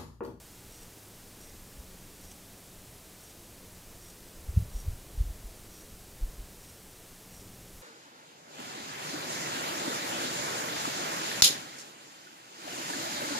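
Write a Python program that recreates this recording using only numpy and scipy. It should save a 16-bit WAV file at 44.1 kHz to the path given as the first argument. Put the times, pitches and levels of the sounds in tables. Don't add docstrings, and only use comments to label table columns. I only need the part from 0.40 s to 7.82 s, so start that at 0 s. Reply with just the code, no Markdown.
import sys
import numpy as np
from scipy.fft import rfft, irfft, next_fast_len
from scipy.io import wavfile
from scipy.ndimage import map_coordinates

SR = 44100
rng = np.random.default_rng(int(sys.argv[2]) if len(sys.argv) > 2 else 0)


def materialize(psi):
    bounded = np.clip(np.atleast_2d(psi).T, -1, 1)
    quanta = np.round(bounded * 32767).astype(np.int16)
    wavfile.write(sys.argv[1], SR, quanta)


N = 327222
T = np.arange(N) / SR

# frequency_hz, relative_db
AIR_SPECTRUM = [(30, -29), (120, -0.5), (220, 0), (420, -2), (650, -6.5), (1000, -13), (2000, -22),
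                (5000, -61)]
# frequency_hz, relative_db
HISS_SPECTRUM = [(100, 0), (2000, 0), (4200, -.2), (6000, .7), (7800, 1.2), (9300, .5), (11500, -1.2),
                 (14000, -.3), (15000, -2.7), (15700, -8)]
# pitch_hz, level_db
DRONE_TONES = [(101, -69), (121.5, -70), (184, -64.5)]
# time_s, gain_db
DRONE_RIDE = [(0, -0.5), (.4, 2.5), (1.2, -3), (1.5, 4), (2.6, -4.5), (6.6, -3.5), (7.05, 3.5), (7.42, -3)]
# time_s, strength_db
WIND_STRENGTH = [(0.0, -63), (0.66, -62.5), (1.49, -57), (2.35, -63.5), (3.47, -63.5), (3.91, -57),
                 (4.28, -46.5), (5.41, -58), (5.66, -61), (5.87, -50), (6.3, -64), (7.42, -55.5)]
# frequency_hz, relative_db
RUMBLE_SPECTRUM = [(8, -14), (18, 1), (30, -1), (50, -7), (70, -5), (105, -9), (150, -15), (300, -46.5)]
# centre_s, level_db, pitch_hz
PUFF_CUES = [(1.399, -37.5, 52), (4.096, -25, 63.5), (4.177, -12, 79.6), (4.206, -25, 90), (4.363, -26, 39),
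             (4.485, -22.5, 78), (4.511, -31.5, 36), (4.785, -27, 53.4), (4.811, -17, 50.6),
             (4.866, -29.5, 48.6), (4.906, -29, 50.3), (5.057, -33, 42), (5.836, -23, 34.7),
             (6.002, -33.5, 39.6)]
# frequency_hz, relative_db
RASP_SPECTRUM = [(1000, -23), (2800, 2.5), (4500, 0), (6500, 7), (8500, 2), (10500, -1), (15000, -16)]
COIL_OVERTONES = [.6, -2.2, -7, -13]
# start_s, end_s, level_db, swell_db, closing_scratch_db
CHIRP_CUES = [(.31, .44, -64, 0, -60), (1.005, 1.105, -63.5, -2, -70), (1.81, 1.928, -65, 1, -58),
              (2.805, 2.92, -64, 0, -64), (3.615, 3.715, -65.5, 0, -60), (4.325, 4.422, -61.5, 7, -64),
              (5.305, 5.425, -64, 2, -63), (6.205, 6.305, -65.6, 3, -70), (6.905, 7.018, -65.3, 1, -62)]


def amp(db):
    return 10 ** (np.asarray(db) / 20)


def unit(x):
    return x / np.sqrt(np.mean(x ** 2) + 1e-20)


def envelope(points):
    return np.interp(T, *np.transpose(points))


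def wobble(rate):
    return map_coordinates(rng.standard_normal(int(N * rate / SR) + 4), [T * rate])


def filtered(x, response):
    size = next_fast_len(N + SR // 2)
    return irfft(rfft(x, size) * response(np.fft.rfftfreq(size, 1 / SR)), size)[:N]


def noise(spectrum):
    points_hz, db = np.transpose(spectrum)
    colour = lambda hz: amp(np.interp(np.log(hz + 1), np.log(points_hz), db))
    return unit(filtered(rng.standard_normal(N), colour))


def bell(centre_s, width_s):
    return np.exp(-.5 * ((T - centre_s) / width_s) ** 2)


def gust_db():
    wind_db = envelope(WIND_STRENGTH)
    return wind_db - wind_db.mean()


def amplifier_hiss(level_db=-54):
    return amp(level_db) * noise(HISS_SPECTRUM)


def forest_air(level_db=-57, wind_follow=.12):
    return amp(level_db + wind_follow * gust_db()) * noise(AIR_SPECTRUM)


def low_drone(waver_db=2.6, waver_rad=.97):
    ride_db = envelope(DRONE_RIDE)
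    drone = np.zeros(N)
    for hz, db in DRONE_TONES:
        level = amp(db + ride_db + waver_db * wobble(8))
        phase = 2 * np.pi * hz * T + waver_rad * wobble(8.2)
        drone += np.sqrt(2) * level * np.sin(phase)
    return drone


def wind_buffeting(level_db=-55, wind_follow=.82, lumps_db=2):
    lumps = amp(lumps_db * wobble(8))
    return amp(level_db + wind_follow * gust_db()) * unit(lumps * noise(RUMBLE_SPECTRUM))


def wind_puffs(width_cycles=.45, steepen=.85, wake_db=-28, wake_width_s=.038):
    push, wake = np.zeros(N), np.zeros(N)
    for centre_s, db, hz in PUFF_CUES:
        swing = 2 * np.pi * hz * (T - centre_s) + rng.uniform(0, 1)
        thump = np.sin(swing) + steepen * amp(db) * np.sin(2 * swing)
        push -= amp(db) * bell(centre_s, width_cycles / hz) * thump
        wake += amp(db + wake_db) * bell(centre_s, wake_width_s)
    return push + wake * noise(RUMBLE_SPECTRUM)


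def coil_scratches(gain_db=4.5, grain_db=3, width_s=.007, opening_boost_db=1):
    level = np.zeros(N)
    for start_s, end_s, db, _, closing_db in CHIRP_CUES:
        level += amp(db + opening_boost_db) * bell(start_s + .04, width_s)
        level += amp(closing_db) * bell(end_s - .01, width_s)
    grain = amp(grain_db * wobble(900))
    return amp(gain_db) * level * unit(grain * noise(RASP_SPECTRUM))


def coil_chirps(coil_hz=2826, flutter_hz=88, flutter_depth=.65, shimmer_db=2.5, fade_s=.005):
    load = np.zeros(N)
    for start_s, end_s, db, swell_db, _ in CHIRP_CUES:
        gate = np.clip(np.minimum(T - start_s, end_s - T) / fade_s + .5, 0, 1)
        progress = np.clip((T - start_s) / (end_s - start_s), 0, 1)
        load += gate * amp(db + swell_db * (progress - .5))
    flutter = 2 * np.pi * flutter_hz * T + wobble(25)
    packets = (1 + flutter_depth * np.sin(flutter)) * amp(shimmer_db * wobble(250))
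    phase = 2 * np.pi * coil_hz * T - .22 * np.cos(flutter) + .26 * wobble(80)
    whine = sum(np.sqrt(2) * amp(db) * np.sin(k * phase) for k, db in enumerate(COIL_OVERTONES, 2))
    return load * (unit(packets) * whine + noise(RASP_SPECTRUM))


def scene():
    coil = coil_chirps() + coil_scratches()
    wind = wind_puffs() + wind_buffeting()
    bed = low_drone() + forest_air() + amplifier_hiss()
    mono = coil + wind + bed
    return np.array([mono, mono])


def record(dry):
    echo_gain, echo_s, top_hz = .19, .05, 15800
    response = lambda hz: (1 + echo_gain * np.exp(-2j * np.pi * hz * echo_s)) * (hz < top_hz)
    return np.array([filtered(channel, response) for channel in dry])


dry = scene()
out = record(dry)
materialize(out)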